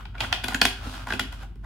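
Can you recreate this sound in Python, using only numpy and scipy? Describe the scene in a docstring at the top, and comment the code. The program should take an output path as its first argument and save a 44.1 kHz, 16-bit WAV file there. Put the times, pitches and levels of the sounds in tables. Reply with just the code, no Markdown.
"""A low mains hum and a rumble fill a small room throughout. From the start, the cap of an old plastic
telephone handset is twisted by hand: its thread rubs with grainy friction, and the room answers briefly.
Then the thread catches and lets go (stick-slip) in sharp clicks, each a few milliseconds of chatter
that rings the cavity, shell and cap. The clicks are loudest near 0.6 s, cluster again near 1.1 s
and end in a few faint ticks."""
import sys
import numpy as np
from scipy import signal
from scipy.fft import rfft, irfft, next_fast_len
from scipy.io import wavfile
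from scipy.ndimage import map_coordinates

SR = 44100
rng = np.random.default_rng(int(sys.argv[2]) if len(sys.argv) > 2 else 0)


def materialize(psi):
    """Save the field psi as 16-bit PCM at rate SR to the path in sys.argv[1].

    A 1-D psi becomes a single channel; in a 2-D psi each row is a channel.
    """
    bounded = np.clip(np.atleast_2d(psi).T, -1, 1)
    quanta = np.round(bounded * 32767).astype(np.int16)
    wavfile.write(sys.argv[1], SR, quanta)


N = 72765


def amp(db):
    return 10 ** (np.asarray(db) / 20)


def unit(x):
    return x / np.sqrt(np.mean(x ** 2) + 1e-20)


def along(points, hz):
    """Interpolation of (f/Hz, value) points on a logarithmic frequency axis."""
    f, v = np.transpose(points)
    return np.interp(np.log(hz + 1), np.log(f + 1), v)


def wobble(rate):
    """Smooth random modulation: a spline through rate knots a second."""
    return map_coordinates(rng.standard_normal(4096), [np.arange(N) * rate / SR], mode="wrap")


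def filtered(x, response):
    """Linear filtering: the spectrum of x times a frequency response."""
    n = x.shape[-1]
    m = next_fast_len(n + 4096)
    return irfft(rfft(x, m) * response(np.fft.rfftfreq(m, 1 / SR)), m)[..., :n]


def colour(points):
    """Magnitude response through (f/Hz, level/dB) points."""
    return lambda f: amp(along(points, f))


def stereo(pair, width):
    """Mid-side stereo from two signals: the mid has rms 1, the side has rms width."""
    mid, side = unit(pair[0]), width * unit(pair[1])
    return np.array([mid + side, mid - side])


def noise(spectrum, width):
    """Spectrally shaped Gaussian noise in stereo."""
    return stereo(filtered(rng.standard_normal((2, N)), colour(spectrum)), width)


def add(track, sound, start_s):
    """Superposition of a sound on a track."""
    part = track[:, max(round(start_s * SR), 0):][:, :sound.shape[1]]
    part += sound[:, :part.shape[1]]


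# Spectrum of the room's rumble: f/Hz, relative level/dB
RUMBLE_SPECTRUM = [(20, -33), (36, -12), (55, 4), (75, 0), (92, -2.5), (106, 3.5), (122, -7), (165, -13),
                   (210, -11), (260, -22.5), (400, -23.5), (800, -73), (2000, -86), (6000, -73.5),
                   (16000, -61)]

def hum_and_rumble():
    """Superposition of a mains tone, slightly modulated in amplitude, and low-frequency room noise."""
    hum_hz, hum_db, waver_db, rumble_db = 48.9, -39.5, 0.7, -42.5
    phase = 2 * np.pi * (hum_hz * np.arange(N) / SR + rng.random())
    hum = np.sqrt(2) * np.sin(phase) * amp(hum_db - waver_db * wobble(rate=6))
    return hum + amp(rumble_db) * noise(RUMBLE_SPECTRUM, width=0.18)


# Spectra of the rubbing thread, the shifting hands and skin on plastic: f/Hz, relative level/dB
THREAD_SPECTRUM = [(100, -30), (190, -42), (250, -2.5), (330, -16.5), (550, -8), (800, -4), (1200, -4),
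                   (1500, 0), (1850, -12), (3000, -11.5), (5000, -30), (9000, -37)]
HAND_SPECTRUM = [(45, -24.5), (75, -0.5), (105, 5.5), (135, -8.5), (175, -15.5), (260, -6.5), (400, -24.5),
                 (800, -47)]
SKIN_SPECTRUM = [(1500, -4), (3000, 13.5), (4700, 13), (6500, 6), (11000, 0.5), (16000, -14)]
# Friction envelopes: t/s, relative level/dB of thread and hands, relative level/dB of skin hiss
FRICTION_LEVELS = [(0, -39.5, -57.5), (0.042, -53, -67), (0.133, -60.5, -78), (.175, -45, -68),
                   (0.192, -42, -53), (0.237, -29, -40.5), (0.274, -50, -49), (.32, -37, -60),
                   (.425, -48, -55), (0.462, -39.5, -61), (.51, -35.5, -46), (.565, -46, -59),
                   (0.606, -52, -78), (0.701, -56.5, -52), (.815, -45.5, -53.5), (0.852, -36, -45.5),
                   (.91, -47.5, -46.5), (0.948, -39.5, -45), (1.021, -42.5, -52), (1.06, -50, -59),
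                   (1.10, -40, -44), (1.15, -39, -45), (1.185, -55, -61), (1.30, -54, -63),
                   (1.334, -45, -52), (1.37, -52, -59), (1.427, -44, -53.5), (1.48, -62, -85),
                   (1.611, -67.5, -77.5), (1.65, -54.5, -67)]

def rubbing():
    """Sliding friction gives broadband noise: a grainy thread, dull shifting hands and hissing skin."""
    times, body_db, hiss_db = np.transpose(FRICTION_LEVELS)
    t = np.arange(N) / SR
    grain_db = 2.5 * wobble(rate=300)
    friction = stereo(rng.standard_normal((2, N)), width=0.6) * amp(grain_db)
    thread = unit(filtered(friction, colour(THREAD_SPECTRUM)))
    hands = amp(-6) * noise(HAND_SPECTRUM, width=0.15)
    skin = unit(noise(SKIN_SPECTRUM, width=0.93) * amp(grain_db / 2))
    body = (thread + hands) * amp(np.interp(t, times, body_db))
    hiss = skin * amp(np.interp(t, times, hiss_db))
    return amp(-2) * in_room(body + hiss)[:, :N]


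# Reverberation time of the diffuse tail: f/Hz, T60/s
TAIL_T60 = [(150, .45), (400, 0.28), (1000, 0.4), (3000, 0.37), (7000, 0.29), (15000, 0.21)]
# Colouring of the tail: f/Hz, relative level/dB
TAIL_SPECTRUM = [(100, -11), (250, -1.5), (380, -1), (520, 0), (800, -3), (1200, -7), (1550, -7),
                 (2200, -5), (3000, -0.5), (3800, -3), (4700, -2.5), (7000, -2), (15000, 3)]
# Early wall reflections: delay t/s, level/dB re the direct sound
REFLECTIONS = [(.0095, -19), (0.011, -16.5), (0.0164, -15), (0.021, -27)]
# Standing waves of the room: f/Hz, initial level/dB, T60/s
STANDING_WAVES = [(257, -57, 0.37), (387, -58, 0.6)]

def in_room(x):
    """Convolution with a room impulse response: direct sound, reflections, diffuse tail and modes."""
    n, onset_s, tail_db = SR // 2, 0.0022, -2
    t = np.arange(n) / SR
    hz, frame_s, bands = signal.stft(rng.standard_normal((2, n)), SR, nperseg=256)
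    decay = amp(-60 * frame_s / along(TAIL_T60, hz)[:, None])
    tail = signal.istft(bands * decay, SR, nperseg=256)[1][:, :n]
    tail = unit(tail * (1 - np.exp(-(t / onset_s) ** 2))) / np.sqrt(n)
    spread = lambda f: np.array([np.ones_like(f), f / (f + 800)])  # the bass is nearly mono
    mid, side = filtered(tail, lambda f: amp(tail_db + along(TAIL_SPECTRUM, f)) * spread(f))
    response = np.array([mid + side, mid - side]) / np.sqrt(2)
    for delay, db in REFLECTIONS:
        arrival_s = delay + rng.normal(0, 0.0002, 2)  # left, right
        response[[0, 1], np.round(arrival_s * SR).astype(int)] += amp(db)
    for mode_hz, db, t60 in STANDING_WAVES:
        response += amp(db - 60 * t / t60) * np.sin(2 * np.pi * mode_hz * t)
    response[:, 0] += 1  # direct sound
    return signal.fftconvolve(x, response, axes=1)


def chatter(envelope, blow):
    """Contact excitation: two random forces share an envelope; the first has an impulse at its peak."""
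    force = envelope * rng.standard_normal((2, len(envelope)))
    force[0, np.argmax(envelope)] += blow * np.linalg.norm(envelope) / 2
    return force


def ring(force, modes):
    """Modal superposition: a force drives damped resonances, summed with alternating polarity."""
    out = 0
    for k, (hz, bandwidth, db) in enumerate(modes):
        resonance = lambda f: 1j * f * bandwidth / (hz * hz - f * f + 1j * f * bandwidth)
        rolloff = lambda f: np.hypot(1, (f / (2.2 * hz)) ** 2)  # little passes far above the mode
        pair = filtered(force, lambda f: resonance(f) / rolloff(f))
        out += (-1) ** k * amp(db) * np.array([unit(row) for row in pair])
    return out


def antiresonance(f):
    """Antiresonance: the shell hardly radiates in a narrow band below its main mode."""
    hz, bandwidth_hz, depth_db = 1262, 180, -15.5
    detuning, damping = hz * hz - f * f, 1j * f * bandwidth_hz
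    return (detuning + damping * amp(depth_db)) / (detuning + damping)


# Modes of the handset's cavity, shell and cap: f/Hz, bandwidth/Hz, relative level/dB
CAVITY_MODES = [(200.5, 27, -7), (265.5, 23, -1), (400, 107, -7)]
SHELL_MODES = [(667, 50, -8.5), (886, 305, -1), (1019, 96, -3.5), (1452, 57, 0), (2000, 96, -7.5)]
CAP_MODES = [(2136, 200, -6.5), (2520, 95, 0.5), (2920, 120, -2), (3326, 190, 1), (4115, 300, -5),
             (4750, 460, -5.5)]
# Spectrum of a click's bright crack: f/Hz, relative level/dB
CRACK_SPECTRUM = [(2500, -17), (4800, 4), (5800, 0), (7000, 2.5), (8000, -2.5), (9200, 0), (11500, -5.5),
                  (14000, -6.5), (15100, -16.5), (16000, -13)]
# Slips of the thread: t/s, rise time/s, strength of the blow relative to the chatter,
# relative level/dB of cavity, shell, cap and crack, contact resonance f/Hz,
# its relative level/dB, stereo width factor
SLIPS = [(0.0539, .0008, 1.1, -65, -42, -44.5, -64, 864, -47, 1),
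         (0.153, 0.005, 1.1, -50.5, -39.5, -52, -76, 1420, -40, 0.94),
         (.1812, .0002, 1.4, -67, -46, -46, -64, 2340, -40.5, 1),
         (0.2053, 0.00005, 2.2, -56, -31, -28.5, -40.5, 2966, -24, 1),
         (.2078, .0002, 2, -43, -32, -25, -44, 903, -28.5, 0.56),
         (0.2179, .0005, 1.1, -59, -56, -51, -54, 2960, -43, 0.52),
         (.228, .001, 0.69, -60, -57, -55, -61, 820, -56, 0.51),
         (0.2383, 0.0017, 0.97, -45, -29.5, -46, -48, 1090, -37, 0.35),
         (.246, 0.0017, 1, -59, -35, -41, -59, 1450, -34, .5),
         (0.3266, 0.00057, 1.23, -42.5, -18.5, -20, -37, 5600, -31.5, 1),
         (0.442, 0.0025, .5, -35.5, -25, -25, -33.5, 10800, -42, 0.47),
         (0.4832, .001, 1.3, -39, -25, -33.5, -33, 4100, -30, 0.9),
         (.524, 0.0038, 1.3, -41.5, -29.5, -42, -52, 1064, -33, .4),
         (0.534, .001, 1, -51.5, -36, -43.5, -50, 8900, -45, 0.76),
         (0.5449, 0.00078, 1.5, -36.5, -32.5, -31.5, -38.5, 6870, -33.5, 0.99),
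         (0.5456, 0.00037, 1.6, -33, -28.5, -29.5, -37, 1577, -21, 0.87),
         (0.6152, 0.00057, 2.1, -29.5, -22.5, -16.5, -22.5, 4500, -16.5, 0.58),
         (0.6167, .0003, 2, -30.5, -19, -21, -30.5, 1555, -17.5, 0.98),
         (.6528, 0.00083, 2.7, -28.5, -17, -16.5, -23, 1585, -23, 0.64),
         (0.865, 0.0042, 0.47, -38.5, -47, -54, -64, 255, -43, 0.46),
         (0.94, 0.0027, 1.2, -52, -40, -49, -53, 1460, -46.5, 0.62),
         (1.071, 0.0013, 0.65, -52, -30.5, -43.5, -47, 1020, -31.5, 0.51),
         (1.087, 0.0045, 0.76, -47.5, -35, -43, -48, 940, -38, 0.44),
         (1.1055, 0.0016, 2, -36.5, -28, -35, -58, 1574, -23, 0.61),
         (1.1236, 0.00073, 1.3, -40.5, -29.5, -31.5, -45.5, 1578, -22, 0.58),
         (1.1362, 0.0011, 1.91, -32, -27.5, -42, -41.5, 2540, -28.5, 1),
         (1.1947, 0.00056, 1.1, -32.5, -29, -27.5, -36.5, 1510, -22.5, .4),
         (1.1961, 0.00035, 1.63, -31.5, -28, -25.5, -32, 3150, -34.5, 0.85),
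         (1.325, 0.00072, 0.42, -69, -39, -45, -48, 1480, -58, 0.9),
         (1.432, .004, 0.28, -54.5, -48.5, -54, -55.5, 780, -41, .4),
         (1.557, .001, 1.34, -53, -61.5, -67.5, -67.5, 1100, -65, 0.8),
         (1.645, 0.0054, .3, -55, -43, -64, -63.5, 1100, -45, .4)]

def clicks():
    """Stick-slip: at each release, chatter builds, holds and dies, ringing cavity, shell and cap."""
    hold_s, chatter_t60_s, contact_q = 0.0021, 0.0092, 17
    lead, n = SR // 50, SR // 12
    t = (np.arange(n) - lead) / SR
    decay = amp(-60 * np.maximum(t - hold_s, 0) / chatter_t60_s)
    gain = np.sqrt(0.004 * SR / n)  # unit rms over the click becomes the energy of 4 ms at unit rms
    out = np.zeros((2, N))
    for at_s, rise_s, blow, cavity_db, shell_db, cap_db, crack_db, contact_hz, contact_db, width in SLIPS:
        envelope = np.exp(np.minimum(t, 0) / rise_s) * decay
        force = chatter(envelope, blow)
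        cavity = amp(cavity_db + 4.5) * stereo(ring(force, CAVITY_MODES), 0.2 * width)
        shell = amp(shell_db) * stereo(ring(force, SHELL_MODES), 0.29 * width)
        cap = amp(cap_db) * stereo(ring(force, CAP_MODES), 1.1 * width)
        crack = filtered(chatter(envelope, blow=0.7), colour(CRACK_SPECTRUM))
        crack = amp(crack_db) * stereo(crack, 0.54 * width)
        # Each point of contact favours one resonance.
        contact = ring(chatter(envelope, blow), [(contact_hz, contact_hz / contact_q, 0)])
        contact = amp(contact_db) * stereo(contact, 0.29 * width)
        click = filtered(cavity + shell + cap + crack - contact, antiresonance)
        add(out, in_room(gain * click), at_s - lead / SR)
    return out


def scene():
    """Superposition of all sources; level panning leans the handset's treble slightly to the left."""
    lean = lambda f: amp(np.outer([1, -1], 0.5 * f / 10000))  # +/-0.5 dB at 10 kHz
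    return filtered(clicks() + rubbing(), lean) + hum_and_rumble()


def record(dry):
    """Band limiting: a steep low-pass removes the treble above the cutoff."""
    cutoff_hz = 16000
    return filtered(dry, lambda f: 1 / np.sqrt(1 + (f / cutoff_hz) ** 140))


dry = scene()
out = record(dry)
materialize(out)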